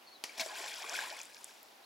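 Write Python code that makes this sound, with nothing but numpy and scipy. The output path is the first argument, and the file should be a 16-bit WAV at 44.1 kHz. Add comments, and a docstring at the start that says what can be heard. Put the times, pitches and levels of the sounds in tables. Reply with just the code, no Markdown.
"""Groundbait splash in a pond

A ball of groundbait slaps into the water some metres from a reedy bank. Its air cavity collapses in a
burst of bubbles, spray rains back, and the jet falls in with gurgles and last drips. Each bubble rings
as a damped, gliding sine. A small bird chirps faintly over a quiet outdoor hush."""
import sys
import numpy as np
from scipy import signal
from scipy.fft import rfft, irfft, next_fast_len
from scipy.io import wavfile
from scipy.ndimage import uniform_filter1d

SR = 44100
rng = np.random.default_rng(int(sys.argv[2]) if len(sys.argv) > 2 else 0)


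def to_wav(s):
    """Save 16-bit WAV."""
    ch = np.atleast_2d(s).T  # columns
    pcm = np.round(np.clip(ch, -1, 1) * 32767)  # PCM
    wavfile.write(sys.argv[1], SR, pcm.astype(np.int16))


N = 81585
TIME = np.arange(N) / SR


def amp(db):
    """dB to gain."""
    return 10 ** (np.asarray(db) / 20)


def unit_rms(x):
    """Scale to rms 1."""
    return x / np.sqrt(np.mean(x ** 2) + 1e-20)


def log_interp(points, hz):
    """Interpolate a table over log frequency."""
    f, value = np.transpose(points)
    return np.interp(np.log(hz + 1), np.log(f + 1), value)


def add(mix, start_s, sound):
    """Mix in a sound at start_s."""
    part = mix[max(round(start_s * SR), 0):][:len(sound)]
    part += sound[:len(part)]


def eq(x, points):
    """Zero-phase filter; points: f/Hz, gain/dB."""
    size = next_fast_len(x.shape[-1] + 4096)
    gain = amp(log_interp(points, np.fft.rfftfreq(size, 1 / SR)))
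    return irfft(rfft(x, size) * gain, size)[..., :x.shape[-1]]


def causal_eq(x, points, size=2048):
    """Minimum-phase filter of energy 1; keeps attacks sharp."""
    log_gain = np.log(amp(log_interp(points, abs(np.fft.fftfreq(size, 1 / SR)))))
    taps = np.fft.ifft(np.exp(np.conj(signal.hilbert(log_gain)))).real
    return signal.fftconvolve(x, taps / np.linalg.norm(taps))[:len(x)]


def flutter(samples):
    """Smooth random wavering, rms 1."""
    return unit_rms(uniform_filter1d(uniform_filter1d(rng.standard_normal(N), samples), samples))


def reflections(decay_s):
    """Impulse response of a dying cloud of reflections, energy 1."""
    cloud = rng.standard_normal(SR) * np.exp(-TIME[:SR] / decay_s)
    return cloud / np.linalg.norm(cloud)


def bubble(hz, decay_s, octaves_per_s, attack_cycles):
    """Damped ring that swells, then decays, gliding as the bubble nears the surface."""
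    attack_s = attack_cycles / hz
    t = np.arange(0, 7 * decay_s + attack_s, 1 / SR)
    pitch_hz = np.minimum(hz * 2 ** (octaves_per_s * t), SR / 2)
    swell = np.sin(np.pi / 2 * np.minimum(t / attack_s, 1)) ** 2
    fade = np.exp(-np.maximum(t - attack_s, 0) / decay_s)
    return swell * fade * np.sin(2 * np.pi * np.cumsum(pitch_hz) / SR)


def swarm(colour, per_s, cycles, glide_oct, spread_db, pitches=48):
    """Random small bubbles, rms 1; cycles: nominal decay, glide_oct: largest rise per decay time."""
    out = np.zeros(N)
    for hz in np.geomspace(max(colour[0][0], 200), colour[-1][0], pitches):
        decay_s = cycles * rng.uniform(0.69, 1.89) / hz
        ring = bubble(hz, decay_s, glide_oct * rng.random() / decay_s, attack_cycles=1)
        onsets = rng.random(N) < per_s / pitches / SR
        strength = amp(spread_db * np.minimum(rng.exponential(1, N), 3.5))
        hits = onsets * strength * rng.choice([-1, 1], N)
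        out += unit_rms(signal.oaconvolve(hits, ring)[:N]) * np.sqrt(hz)  # equal power per Hz
    return unit_rms(eq(out, colour))


def hush(level_db=-59):
    """Steady distant outdoor noise, partly shared by both ears."""
    colour = [(25, -65), (60, -17), (130, -20.5), (255, -3.5), (480, -1), (820, 3), (1300, -3),
              (2400, -5.5), (4500, -7.5), (6100, -12), (8000, -18.5), (10500, -15.5), (15800, -19)]  # noise spectrum: f/Hz, gain/dB
    coherence = [(60, .95), (180, .8), (550, .4), (1650, .15), (5000, .5), (15000, .7)]  # left-right likeness: f/Hz, correlation
    left, independent = rfft(rng.standard_normal((2, N)))
    shared = np.clip(log_interp(coherence, np.fft.rfftfreq(N, 1 / SR)), -1, 1)
    right = shared * left + np.sqrt(1 - shared ** 2) * independent
    return amp(level_db) * unit_rms(eq(irfft([left, right], N), colour))


def bank(x):
    """Stereo placement slightly left, with reed scatter and a faint far-shore echo."""
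    scatter_colour = [(100, -28), (500, -29.5), (1200, -8), (2500, -14.5), (5000, -17), (14000, -24)]  # reed scatter: f/Hz, gain/dB
    echo_colour = [(100, 0), (600, 3), (3000, 4), (8000, -13.5), (15000, -14)]  # far shore: f/Hz, relative gain/dB
    left_lead = [(100, 0), (600, -.6), (1300, -.6), (4000, -.12), (12000, 0)]  # left minus right: f/Hz, phase/rad
    left_excess = [(100, -0.5), (550, 0), (1650, 1.8), (5000, 1.5), (10000, 3)]  # left minus right: f/Hz, level/dB
    scatter = eq(signal.fftconvolve(x, reflections(decay_s=0.0072))[:N], scatter_colour)
    lead_rad = log_interp(left_lead, np.fft.rfftfreq(N, 1 / SR))
    ears = []
    for sign in (1, -1):
        direct = irfft(rfft(x) * np.exp(1j * sign * lead_rad / 2), N)
        echo = amp(-15.5) * eq(signal.fftconvolve(x, reflections(decay_s=0.077))[:N], echo_colour)
        balance = [(hz, sign * db / 2) for hz, db in left_excess]
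        ears.append(eq(direct + sign * scatter + echo, balance))
    return np.array(ears)


def bird(waver=0.035, rasp=0.4):
    """Thin, slightly raspy whistles, mostly sliding down."""
    notes = [(0.006, 0.036, 3240, -10, -62.5), (0.049, 0.072, 4470, -1.2, -57.5),
             (0.097, 0.066, 4320, 0, -57), (0.145, 0.033, 4100, -2.5, -56.5), (0.33, 0.043, 3410, -1, -65),
             (0.475, 0.033, 4600, 0, -52), (1.832, 0.036, 3740, 12, -57.5)]  # chirps: t/s, length/s, f/Hz, glide/(oct/s), level/dB
    out = np.zeros(N)
    for start_s, length_s, hz, glide, db in notes:
        t = np.arange(0, length_s, 1 / SR)
        pitch_hz = hz * 2 ** (glide * t) * (1 + waver * flutter(samples=18)[:len(t)])
        level = amp(db) * np.sin(np.pi * t / length_s) * (1 + rasp * flutter(samples=90)[:len(t)])
        add(out, start_s, level * np.sin(2 * np.pi * np.cumsum(pitch_hz) / SR))
    return out


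def late_droplets(level_db=-64.5, centre_s=1.38, width_s=0.25):
    """Separate droplets and popping foam outlast the splash."""
    colour = [(1300, 3), (2300, 2), (4500, 0), (7000, -14), (10000, -8)]  # droplet spectrum: f/Hz, gain/dB
    level = amp(level_db) * np.exp(-((TIME - centre_s) / width_s) ** 2)
    return level * swarm(colour, per_s=260, cycles=4, glide_oct=0.1, spread_db=3)


def drips(octaves_per_s=670):
    """Tiny bubbles pop at the surface: very short upward chirps with faint reflections."""
    pops = [(0.7408, 4860, -31.5, 0.00045), (0.771, 5150, -35.5, .0004), (0.823, 5460, -34.5, 0.00049),
            (0.8961, 5670, -24, 0.00031), (0.967, 5370, -33, .0005), (1.084, 8800, -41.5, 0.00048),
            (1.103, 4400, -33.5, 0.00053), (1.1715, 8000, -43, .0003), (1.191, 5740, -39, .0005),
            (1.2156, 6470, -31.5, 0.00042), (1.233, 9100, -41, 0.00089), (1.255, 8400, -38.5, .0003),
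            (1.3465, 5200, -41.5, 0.00076), (1.368, 4550, -44.5, .0007), (1.4444, 8500, -31.5, 0.00069),
            (1.511, 3460, -49, 0.00066), (1.631, 13000, -43.5, 0.00064), (1.686, 4440, -50, .0005)]  # chirps: centre t/s, f/Hz, peak/dB, half length/s
    out = np.zeros(N)
    for centre_s, hz, db, half_s in pops:
        t = np.arange(-3 * half_s, 3 * half_s, 1 / SR)
        pitch_hz = np.minimum(hz * 2 ** (octaves_per_s * t), SR / 2)
        level = amp(db) * np.exp(-(t / half_s) ** 2)
        add(out, centre_s + t[0], level * np.sin(2 * np.pi * np.cumsum(pitch_hz) / SR))
    return out + 0.2 * signal.fftconvolve(out, reflections(decay_s=0.0036))[:N]


def plops():
    """Single large bubbles ring out above the splash."""
    bubbles = [(0.294, 2310, -41, 0.0037, 1), (0.3965, 2210, -29.5, 0.0025, 9),
               (0.397, 251.5, -54, 0.012, -4.5), (0.403, 1000, -42, 0.0053, -1),
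               (0.414, 650.3, -39, 0.026, -0.5), (0.4595, 634, -36.5, 0.0054, 0.5),
               (0.46, 362, -50.5, 0.012, 14.5), (0.506, 880, -47, 0.015, -3),
               (0.508, 1800, -42.5, .006, -9), (0.524, 771, -43, 0.017, 11),
               (0.555, 1630, -40.5, 0.0037, 2), (0.592, 646, -46, 0.015, 14),
               (0.604, 382, -48.5, 0.0084, 1), (0.652, 1058, -45, 0.0088, 1), (0.816, 747, -40, 0.0027, 4),
               (0.841, 1067, -36.5, 0.0034, 15), (0.844, 392, -49, 0.0058, 20), (0.911, 677, -48, 0.013, 3),
               (0.94, 1506, -34.5, 0.0056, -2), (0.956, 2240, -31, 0.0021, -7),
               (0.9886, 1602, -26.5, 0.0032, 6.5), (1.0125, 1716, -32.5, 0.0021, 6),
               (1.022, 788, -42, 0.021, 19), (1.071, 950, -37.5, 0.0017, 11),
               (1.110, 565, -46, 0.022, 17.5), (1.123, 760, -42, .009, 24.5),
               (1.168, 2140, -43.5, 0.0028, 1), (1.202, 2460, -36.5, 0.0023, 5),
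               (1.297, 1650, -53, .006, 2), (1.367, 2350, -50.5, 0.0043, 12), (1.407, 933, -53, 0.0052, 16),
               (1.493, 1580, -50.5, 0.0041, 6)]  # rings: t/s, f/Hz, peak/dB, decay/s, glide/(oct/s)
    out = np.zeros(N)
    for start_s, hz, db, decay_s, glide in bubbles:
        add(out, start_s, amp(db) * bubble(hz, decay_s, glide, attack_cycles=2.25))
    return out


def falling_water(rise_s=0.052, fade_s=0.21, clump_db=0.5):
    """Spray, then the jet, fall back in clumps: large bubbles gurgle, drops patter, droplets fizz."""
    envelopes = [(0.43, -48, -43, -52), (0.444, -63, -55, -46.5), (0.466, -51, -52, -48),
                 (0.48, -55.5, -52, -51), (0.526, -49.5, -49, -55.5), (0.552, -54, -48, -46.5),
                 (0.644, -49, -45.5, -48.5), (0.718, -55.5, -47, -48.5), (0.888, -52.5, -47.5, -52),
                 (0.894, -54, -48, -47), (0.91, -47, -46.5, -50), (0.96, -48, -41.5, -43),
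                 (1.134, -55.5, -50, -54), (1.198, -58, -52.5, -53.5), (1.31, -83, -68, -61),
                 (1.49, -73, -74, -59.5), (1.56, -92, -76, -63.5)]  # relative layer levels: t/s, gurgle/dB, patter/dB, fizz/dB
    # layer spectra: f/Hz, gain/dB
    gurgle_colour = [(100, -47), (200, -20.5), (350, -4), (520, -0.5), (680, 5.5), (1080, 5.5), (1260, -6),
                     (1600, -4)]
    patter_colour = [(900, -30), (1280, -18.5), (1500, -4), (1680, -3), (2060, -6.5), (2380, -0.5),
                     (2820, -10), (3300, -5.5), (3900, -9), (5000, -16)]
    fizz_colour = [(3000, -1), (4100, -5.5), (5400, 1.5), (6300, -4.5), (7300, -0.5), (8600, -8.5),
                   (10500, -7), (12500, -13.5), (15500, -18)]
    times_s, *levels_db = np.transpose(envelopes)
    gate = np.exp(np.minimum(TIME - times_s[0], 0) / rise_s - np.maximum(TIME - times_s[-1], 0) / fade_s)
    gurgle = amp(-1.0) * swarm(gurgle_colour, per_s=1500, cycles=6.3, glide_oct=0.116, spread_db=1.5)
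    patter = amp(-1.5) * swarm(patter_colour, per_s=1500, cycles=5.4, glide_oct=0.072, spread_db=2.5)
    fizz = amp(-0.9) * swarm(fizz_colour, per_s=3200, cycles=2.1, glide_oct=0.07, spread_db=2.0)
    clumps = amp(clump_db * flutter(samples=400))
    gains = [amp(np.interp(TIME, times_s, db)) for db in levels_db]
    return gate * clumps * sum(gain * layer for gain, layer in zip(gains, (gurgle, patter, fizz)))


def cavity_collapse():
    """The air cavity shuts and tears into a dense burst of bubbles."""
    bursts = [(0.373, -43.5, 0.0076, 0.0076, 0.0075), (0.394, -35, 0.0054, 0.015, 0.0089)]  # collapse stages: t/s, level/dB, attack/s, hold/s, decay/s
    colour = [(100, -32), (230, -4.5), (420, -24), (680, 1), (1020, -2.5), (1330, -18), (1550, -3.5),
              (2300, -4), (2800, -5.5), (3800, -0.5), (5400, 0.5), (7300, -8.5), (8600, -10.5),
              (10500, -11.5), (15500, -23)]  # burst spectrum: f/Hz, gain/dB
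    level = np.zeros(N)
    for start_s, db, attack_s, hold_s, decay_s in bursts:
        t = TIME - start_s
        fade = np.exp(-np.maximum(t - attack_s - hold_s, 0) / decay_s)
        level += amp(db) * np.clip(t / attack_s, 0, 1) * fade
    return level * swarm(colour, per_s=17000, cycles=9.5, glide_oct=0.04, spread_db=2.5)


def slap(tail_s=0.0094, crown_s=0.076):
    """A crack, its reflection 3 ms later, and the hiss of the rising crown of spray."""
    arrivals = [(0.2393, -28, .0009), (0.2422, -31, .0013)]  # crack and reflection before the filter: t/s, level/dB, decay/s
    colour = [(60, -36), (160, -10), (420, -3.5), (800, 2), (1250, -2.5), (2300, 2.5), (3500, -2),
              (5200, 5.5), (8500, -6.5), (10500, -6), (15500, -22)]  # impact and spray spectrum: f/Hz, gain/dB
    impact = np.zeros(N)
    for start_s, db, decay_s in arrivals:
        add(impact, start_s, amp(db) * rng.standard_normal(N) * np.exp(-TIME / decay_s))
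    contact_s = arrivals[0][0]
    add(impact, contact_s, -amp(-13.5) * np.ones(1))  # one-sample spike
    add(impact, contact_s, amp(-40) * rng.standard_normal(N) * np.exp(-TIME / tail_s))
    out = causal_eq(impact, colour)
    crown = swarm(colour, per_s=13000, cycles=3.9, glide_oct=0.11, spread_db=-1)
    add(out, contact_s, amp(-48) * np.exp(-TIME / crown_s) * crown)
    return out


def scene():
    """Splash and bird heard from the bank, over the hush."""
    splash = slap() + cavity_collapse() + falling_water() + plops() + drips() + late_droplets()
    return bank(splash + bird()) + hush()


def record(dry):
    """Steep low-pass on both channels."""
    cutoff_hz = 16050
    taps = signal.firwin(511, cutoff_hz, window=("kaiser", 9), fs=SR)
    return signal.oaconvolve(dry, taps[None], "same")


dry = scene()
out = record(dry)
to_wav(out)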